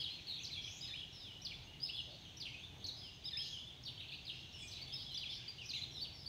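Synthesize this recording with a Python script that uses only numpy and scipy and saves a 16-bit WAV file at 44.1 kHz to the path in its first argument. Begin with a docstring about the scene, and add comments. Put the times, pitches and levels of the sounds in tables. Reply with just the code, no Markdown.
"""Thrush-like birds whistle, slur and buzz over one another: a dawn chorus at the edge of a wood.
Each note is a nearly pure tone on a pitch curve; random echoes from the trees scatter it.
A small bird twitters high up in double pips, and many far birds blur together as faint slurs and noise.
Underneath lie distant traffic (low noise and wandering drones), one brief far rumble and a faint hiss."""
import sys
import numpy as np
from scipy import signal
from scipy.fft import rfft, irfft, next_fast_len
from scipy.io import wavfile
from scipy.ndimage import map_coordinates

SR = 44100
rng = np.random.default_rng(int(sys.argv[2]) if len(sys.argv) > 2 else 0)


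def persist_wave(psi):
    """Save psi, clipped to +-1, as 16-bit WAV."""
    counts = np.round(np.clip(psi, -1, 1) * 32767).astype(np.int16)
    wavfile.write(sys.argv[1], SR, np.atleast_2d(counts).T)


N = 276948

# Syllable shapes: pitch ratios at the start, one third, two thirds and the end
ARCH = [.9, 0.98, 0.93, .81]
HOLD = [.935, 1.005, 1.005, .98]
DIP = [1.27, 1.03, .98, 1.12]
SCOOP = [.64, .89, 0.98, 0.97]


def amp(db):
    """Decibels to gain."""
    return 10 ** (np.asarray(db) / 20)


def unit(x):
    """Scale to rms 1."""
    return x / np.sqrt(np.mean(x ** 2) + 1e-20)


def along(points, hz):
    """Read a curve of (Hz, value) points on a log frequency axis."""
    point_hz, values = np.transpose(points)
    return np.interp(np.log(hz + 1), np.log(point_hz + 1), values)


def wobble(rate, size=N):
    """A smooth random curve through `rate` random knots a second."""
    knots = rng.standard_normal(int(size * rate / SR) + 4)
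    return map_coordinates(knots, [np.arange(size) * rate / SR])


def filtered(x, response):
    """Shape the spectrum of x by a response of frequency."""
    padded = next_fast_len(N + SR // 2)
    spectrum = rfft(x, padded) * response(np.fft.rfftfreq(padded, 1 / SR))
    return irfft(spectrum, padded)[:N]


def noise(spectrum):
    """Coloured noise of rms 1."""
    return unit(filtered(rng.standard_normal(N), lambda hz: amp(along(spectrum, hz))))


def add(track, s, sound):
    """Mix a sound into a track at s seconds."""
    part = track[max(0, round(s * SR)):][:len(sound)]
    part += sound[:len(part)]


def glide(pitches_hz, length):
    """A smooth pitch curve through evenly spaced points, over length seconds."""
    order = len(pitches_hz) - 1
    curve = np.polyfit(np.linspace(0, 1, order + 1), pitches_hz, order)
    return np.polyval(curve, np.linspace(0, 1, int(length * SR)))


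def syrinx(pitch_hz, fade, overtone_db=-31, press_db=5, third_db=-1, rasp=1.0):
    """A nearly pure voice with two raspy overtones; fade is the share of the note spent rising and dying."""
    n = len(pitch_hz)
    phase = 2 * np.pi * np.cumsum(pitch_hz) / SR
    # high notes are pressed harder: the second harmonic grows by press_db a kHz, up to 6 kHz
    press = amp(overtone_db + press_db * (np.minimum(pitch_hz, 6000) - 4500) / 1000)
    # random phase makes the overtones raspy
    second = np.sin(2 * phase + rasp * wobble(1500, n))
    third = np.sin(3 * phase + rasp * wobble(1500, n))
    third = third * (3 * pitch_hz < SR / 2)  # no aliasing
    swell = signal.windows.tukey(n, np.clip(fade, 0, 1))
    return (np.sin(phase) + press * second + amp(overtone_db + third_db) * third) * swell


def whistlers(waver=.013, flutter_db=2.0, deep_db=-57, near_db=-45):
    """Slurred, slightly unsteady whistles, split into birds at the wood's edge and birds deeper in."""
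    edge, deep = np.zeros(N), np.zeros(N)
    for s, length, pitches_hz, db, swell_db in [*cheeps(), *phrases(), *syllables()]:
        pitch = glide(pitches_hz, length)
        n = len(pitch)
        growth_db = swell_db * np.clip(np.linspace(-1, 1, n), -.5, .5)
        level_db = db + growth_db + flutter_db * wobble(187, n)
        unsteady_pitch = pitch * (1 + waver * wobble(301.4, n))
        note = amp(level_db) * syrinx(unsteady_pitch, fade=0.13)
        # faint notes come from farther in
        depth = np.interp(db + abs(swell_db) / 2, [deep_db, near_db], [1, 0])
        add(edge, s, (1 - depth) * note)
        add(deep, s, depth * note)
    return edge, deep


def cheeps():
    """A high hook, a steep falling slur and a low afternote: (s, length, pitches, dB, swell dB) of each."""
    # Cheeps, levels ahead of flutter and trees: slur start_s, slur length_s, top pitch_hz,
    # slur level_db, hook lead_s, hook level_db, afternote level_db
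    calls = [(0.432, .03, 6640, -49, 0.0087, -70, -57), (1.448, .026, 5320, -41.5, 0.031, -56, -48.5),
             (2.401, .028, 5360, -41, 0.032, -54.5, -50.5), (3.852, .04, 4910, -44, 0.016, -55.5, -65),
             (4.266, .039, 4480, -43, 0.014, -51.5, -63), (4.711, .028, 5520, -44.5, 0.037, -53.5, -49),
             (5.174, .028, 5265, -43, 0.032, -55, -48.5), (5.69, .029, 5300, -40.5, 0.035, -54.5, -52)]
    # Shapes of the three parts: pitch ratios at the start, one third, two thirds and the end
    hook = [.86, 1.02, 1, .97]
    plunge = [1, .86, .76, 0.604]
    droop = [0.99, .79, .65, 0.613]
    hook_ratio = 1.1  # hook pitch over the top of the slur
    after_delay_s, after_length_s, after_top_hz = .055, .028, 3560
    hook_swell_db, slur_swell_db, after_swell_db = -14, 1, -8  # level change, early to late
    for s, length, top_hz, db, lead, hook_db, after_db in calls:
        yield s - lead, lead, hook_ratio * top_hz * np.array(hook), hook_db, hook_swell_db
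        yield s, length, top_hz * np.array(plunge), db, slur_swell_db
        yield s + after_delay_s, after_length_s, after_top_hz * np.array(droop), after_db, after_swell_db


def phrases():
    """A two-voiced phrase with the same pitches and timing each time, in the same form as the cheeps."""
    # Notes of the phrase: delay_s, length_s, shape, pitch_hz, level_db ahead of the phrase gain
    notes = [(0, 0.0537, HOLD, 5050, -45), (0.013, 0.043, ARCH, 3945, -45.5),
             (0.065, 0.075, DIP, 3620, -46), (.068, 0.0546, DIP, 1778, -65.5),
             (.127, .07, SCOOP, 3380, -45), (0.198, .037, DIP, 2894, -47)]
    # Each singing: start_s, gain_db
    singings = [(0.807, -1.2), (3.24, -0.7)]
    for s, gain_db in singings:
        for delay, length, shape, hz, db in notes:
            yield s + delay, length, hz * np.array(shape), db + gain_db, 0


def syllables(slur_swell_db=-1.0, arch_swell_db=-3.5, hold_swell_db=-3.5, scoop_swell_db=7.5):
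    """Loose slurs, arches, holds, scoops and dips, each a short pitch gesture, in the same form."""
    # Slurs, down or up: start_s, length_s, start pitch_hz, end pitch_hz, level_db
    slurs = [(0.029, 0.04, 4600, 2950, -42), (0.093, 0.008, 3560, 3020, -44),
             (0.268, .06, 4534, 3600, -42.5), (0.339, .035, 4500, 3250, -45),
             (0.386, 0.047, 5630, 6950, -64), (0.398, 0.041, 2394, 3640, -52),
             (0.445, 0.013, 3850, 4860, -41.5), (0.549, .056, 3520, 3136, -46.5),
             (0.671, .022, 2250, 2790, -50.5), (1.197, .11, 4095, 2970, -54),
             (1.802, 0.033, 4700, 5200, -48), (1.889, .022, 2546, 3430, -46.5),
             (1.957, 0.053, 4410, 2760, -42.5), (2.25, .029, 3330, 2815, -55.5),
             (2.539, .021, 2370, 2870, -48.5), (2.842, .015, 4700, 3860, -39.5),
             (2.859, .012, 4140, 6700, -44.5), (2.878, 0.02, 4740, 3420, -41),
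             (3.01, 0.094, 3540, 2723, -55), (3.508, 0.076, 3500, 2875, -46.5),
             (3.864, 0.029, 3850, 2730, -47), (3.976, 0.036, 3100, 4030, -47.5),
             (4.003, 0.013, 3530, 2410, -47), (4.029, .014, 3430, 2560, -46),
             (4.085, 0.019, 4580, 2595, -48), (4.118, .013, 4200, 3250, -47), (4.12, .031, 2396, 3090, -48),
             (4.619, .02, 8400, 6300, -63), (4.65, 0.016, 8300, 6400, -64), (5.059, 0.096, 3490, 2900, -52),
             (5.255, 0.023, 3540, 3060, -45.5), (5.733, .019, 2407, 3550, -43.5),
             (5.773, 0.029, 3450, 3440, -46), (5.831, 0.025, 3950, 3220, -51),
             (5.949, 0.05, 4110, 3410, -46), (6.034, 0.024, 4450, 2790, -45.5)]
    # Arched notes: start_s, length_s, crest pitch_hz, level_db
    arches = [(0, 0.026, 3435, -41.5), (0.06, 0.033, 3305, -48.5), (0.508, 0.037, 4250, -44),
              (0.64, 0.048, 3430, -45.5), (1.93, .06, 3540, -47), (2.454, .016, 3186, -43.5),
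              (3.585, 0.059, 3570, -51.5), (3.67, 0.048, 3620, -52), (4.733, 0.014, 4090, -42.5),
              (4.875, .062, 3767, -47.5), (4.993, 0.042, 3410, -53), (5.108, 0.049, 4296, -45),
              (5.145, 0.036, 3650, -46), (5.195, 0.024, 4000, -46), (5.29, 0.052, 3650, -44.5),
              (5.582, 0.0453, 3100, -49.5), (5.735, 0.045, 4050, -43.5), (5.815, 0.0248, 4220, -43)]
    # Held whistles: start_s, length_s, pitch_hz, level_db
    holds = [(0.1, 0.059, 4200, -48), (1.3, 0.079, 2980, -57), (1.538, 0.026, 3450, -50.5),
             (1.665, 0.11, 2880, -63), (1.825, 0.0386, 5106, -42), (3.368, 0.065, 5157, -44.5),
             (4.325, 0.1, 2820, -56), (4.538, 0.031, 2920, -48.5), (4.625, 0.052, 2420, -58),
             (4.925, 0.048, 5160, -45.5), (5.478, 0.03, 4730, -46.5), (6.26, 0.025, 4650, -43.5)]
    # Notes that scoop up and level off: start_s, length_s, final pitch_hz, level_db
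    scoops = [(0.36, .037, 3580, -52.5), (2.585, 0.072, 3590, -51), (4.565, .055, 3450, -50.5),
              (4.8, .033, 4635, -47), (5.994, 0.04, 4620, -43.5)]
    # Notes that sag and recover: start_s, length_s, trough pitch_hz, level_db
    dips = [(0.555, 0.046, 2365, -56), (2.478, .04, 2200, -61), (5.37, 0.0666, 1600, -73),
            (5.612, 0.043, 2490, -51.5), (5.755, .05, 2150, -64.5)]
    for s, length, start_hz, end_hz, db in slurs:
        yield s, length, [start_hz, np.sqrt(start_hz * end_hz), end_hz], db, slur_swell_db
    families = [(arches, ARCH, arch_swell_db), (holds, HOLD, hold_swell_db),
                (scoops, SCOOP, scoop_swell_db), (dips, DIP, 0)]
    for rows, shape, swell_db in families:
        for s, length, hz, db in rows:
            yield s, length, hz * np.array(shape), db, swell_db


def buzzers(trill_hz=125, rough=0.334):
    """Buzzes, wheezes and sighs: the pitch is shaken up and down too fast to follow."""
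    # Buzzy notes: start_s, length_s, pitch_hz, level_db
    buzzes = [(0, 0.023, 4420, -43), (1.852, 0.047, 4300, -46), (2.103, 0.058, 4090, -54.5),
              (2.445, 0.064, 2950, -53), (3.395, 0.1, 4360, -48.5), (3.416, 0.14, 5970, -58),
              (4.11, .053, 4060, -51), (4.322, 0.098, 4760, -60.5), (4.578, 0.099, 7500, -66),
              (4.954, 0.082, 4360, -48.5), (5.295, 0.085, 4760, -50), (5.739, 0.075, 2645, -59)]
    # Long buzzes that climb: start_s, level_db
    wheezes = [(0.611, -54.5), (5.611, -58.5)]
    # Thin calls with a slight tremor, mostly sinking: start_s, start pitch_hz, end pitch_hz, level_db
    sighs = [(1.122, 5500, 4900, -56), (2.962, 4950, 5010, -54), (4.524, 5560, 4900, -57),
             (5.907, 5680, 4890, -57), (6.132, 5500, 4910, -55.5)]
    buzz_swing = 0.1295  # pitch swing as a share of the pitch
    wheeze_s, wheeze_start_hz, wheeze_end_hz, wheeze_swing_hz = .185, 5140, 6660, 546
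    sigh_s, sigh_swing_hz = 0.12, 170

    calls = [(s, length, hz, hz, buzz_swing * hz, db) for s, length, hz, db in buzzes]
    calls += [(s, wheeze_s, wheeze_start_hz, wheeze_end_hz, wheeze_swing_hz, db) for s, db in wheezes]
    calls += [(s, sigh_s, start_hz, end_hz, sigh_swing_hz, db) for s, start_hz, end_hz, db in sighs]
    out = np.zeros(N)
    for s, length, start_hz, end_hz, swing_hz, db in calls:
        pitch = glide([start_hz, end_hz], length)
        n = len(pitch)
        shake_rate_hz = trill_hz * (1 + 0.161 * wobble(59.54, n))
        shake = np.sin(2 * np.pi * np.cumsum(shake_rate_hz) / SR)
        shaken_pitch = pitch + swing_hz * (shake + rough * wobble(702.6, n))
        add(out, s, amp(db) * syrinx(shaken_pitch, fade=0.063, overtone_db=-29.0))
    return out


def twitterer(foot_hz=6100, crest_hz=6420, spacing=0.02, db=-64.5):
    """A small bird repeats a pair of high arched pips, each a touch louder or softer."""
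    # Double pips: start_s
    pairs = [1.635, 2.01, 2.205, 2.59, 2.775, 3.135, 3.825, 4.21, 4.405]
    out = np.zeros(N)
    for s in pairs:
        for start in (s, s + spacing):
            pip = syrinx(glide([foot_hz, crest_hz, foot_hz], 0.012), fade=0.73)
            add(out, start, amp(db + rng.normal(0, 0.63)) * pip)
    return out


def far_chorus(count=320, chirp_db=-4, blur_db=-4):
    """Many far birds: random slurs heard through the trees, over a noise blur of still farther ones."""
    # Loudness curve of the chorus, ahead of the chirp and blur gains: time_s, level_db
    loudness = [(0, -55), (1.3, -59), (1.7, -61.5), (2.3, -58.5), (2.75, -60), (3.1, -60), (3.8, -62.5),
                (4.4, -58.5), (5.5, -56), (6.2, -61.5)]
    # Colour of the far birds: frequency_hz, relative level_db
    colour = [(1600, -21), (2050, -12.5), (2600, -8), (3300, 0), (4000, -3), (5000, -18.5), (6200, -12),
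              (7500, -27), (9000, -39)]
    slurs = np.zeros(N)
    for when, pitch, length, size, steep, way in rng.random((count, 6)):
        sweep = (0.2026 + 0.303 * steep) * np.sign(way - .3)  # most slurs fall
        contour = (2400 + 3400 * pitch ** 2) * np.exp(sweep * np.array([.5, -.1, -.5]))
        slur = syrinx(glide(contour, .02 + .06 * length), fade=0.18)
        add(slurs, when * N / SR, amp(7.8 * size) * slur)
    scattered = trees(slurs, direct_db=-3.5, scatter_db=0.0, tail_db=-8)
    chirps = unit(filtered(scattered, lambda hz: amp(along(colour, hz))))
    level_db = np.interp(np.arange(N) / SR, *np.transpose(loudness))
    return amp(level_db) * (amp(chirp_db) * chirps + amp(blur_db) * noise(colour))


def trees(x, direct_db, scatter_db, tail_db, scatter_t60=0.2, build=0.011):
    """Trunks and leaves scatter a sound at once; the wood answers for longer, its echoes shifting in time."""
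    # Ring of the wood: frequency_hz, time to fall 60 dB in s
    wood = [(2000, 0.75), (4000, 0.65), (6500, 0.69), (12000, 0.44)]
    t = np.arange(SR) / SR
    out = amp(direct_db) * x
    hop = SR // 3
    # a fresh random answer every third of a second, crossfaded with its neighbours
    for start in range(0, N + hop, hop):
        hz, age, grain = signal.stft(rng.standard_normal(SR), SR, nperseg=256)
        decay = amp(-60 * age / along(wood, hz)[:, None])
        tail = signal.istft(grain * decay, SR, nperseg=256)[1][:SR]
        tail = tail * (1 - np.exp(-t / build))
        sparse = rng.standard_normal(SR) * (rng.random(SR) < .01)
        scatter = sparse * amp(-60 * t / scatter_t60)
        answer = (amp(tail_db) * unit(tail) + amp(scatter_db) * unit(scatter)) / np.sqrt(SR)
        span = np.arange(max(0, start - hop), min(N, start + hop))
        piece = x[span] * np.cos(np.pi / 2 * (span - start) / hop)
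        add(out, span[0] / SR, signal.fftconvolve(piece, answer))
    return out


def traffic(db=-59.5):
    """Far roads: a low rush of noise with a few engine drones wandering in pitch and level."""
    # Colour of the rush: frequency_hz, relative level_db
    rush = [(24, -35), (33, -7), (50, -6), (85, -0.5), (130, 0), (210, -11), (310, -12), (520, -19.5),
            (780, -17.5), (1200, -26), (1700, -28.5), (3000, -44)]
    # Engine drones, middle of their wander: pitch_hz, level_db
    hum = [(86, -69.5), (101, -82.5), (129, -70), (166, -75)]
    drones = np.zeros(N)
    for hz, level_db in hum:
        gain = amp(level_db + 2.4 * wobble(5.0))
        pitch_hz = hz * (1 + 0.0238 * wobble(7))
        drones += gain * np.sin(2 * np.pi * np.cumsum(pitch_hz) / SR)
    return amp(db + 0.67 * wobble(3.835)) * noise(rush) + drones


def rumble(s=2.04, length=0.16, centre_hz=610, width_hz=110, db=-65):
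    """A brief hollow rumble far away: noise gathered round one resonance."""
    out = np.zeros(N)
    resonance = lambda hz: 1 / (1 + ((hz - centre_hz) / width_hz) ** 2)
    hollow = unit(filtered(rng.standard_normal(N), resonance))
    n = int(length * SR)
    add(out, s, amp(db) * hollow[:n] * signal.windows.tukey(n, .6))
    return out


def hiss(db=-71.5):
    """Faint steady hiss: coloured noise."""
    # Colour of the hiss: frequency_hz, relative level_db
    air = [(600, -31), (1500, -1), (3000, 1.5), (7000, -7.5), (10000, -20.5), (15500, -18)]
    return amp(db) * noise(air)


def scene():
    """Near and far birds among the trees, over traffic, a rumble and faint hiss."""
    edge, deep = whistlers()
    near = trees(edge, direct_db=-3.0, scatter_db=-3.0, tail_db=-5.5, scatter_t60=0.1)
    deeper = trees(deep, direct_db=0.5, scatter_db=-5.0, tail_db=-0.5, scatter_t60=0.13)
    hidden = trees(buzzers() + twitterer(), direct_db=-7.5, scatter_db=-2.5, tail_db=-5.5, scatter_t60=0.062)
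    return near + deeper + hidden + far_chorus() + traffic() + rumble() + hiss()


def record(dry):
    """One channel with nothing kept above a sharp band limit."""
    top_hz = 15750
    return filtered(dry, lambda hz: hz < top_hz)[None]


dry = scene()
out = record(dry)
persist_wave(out)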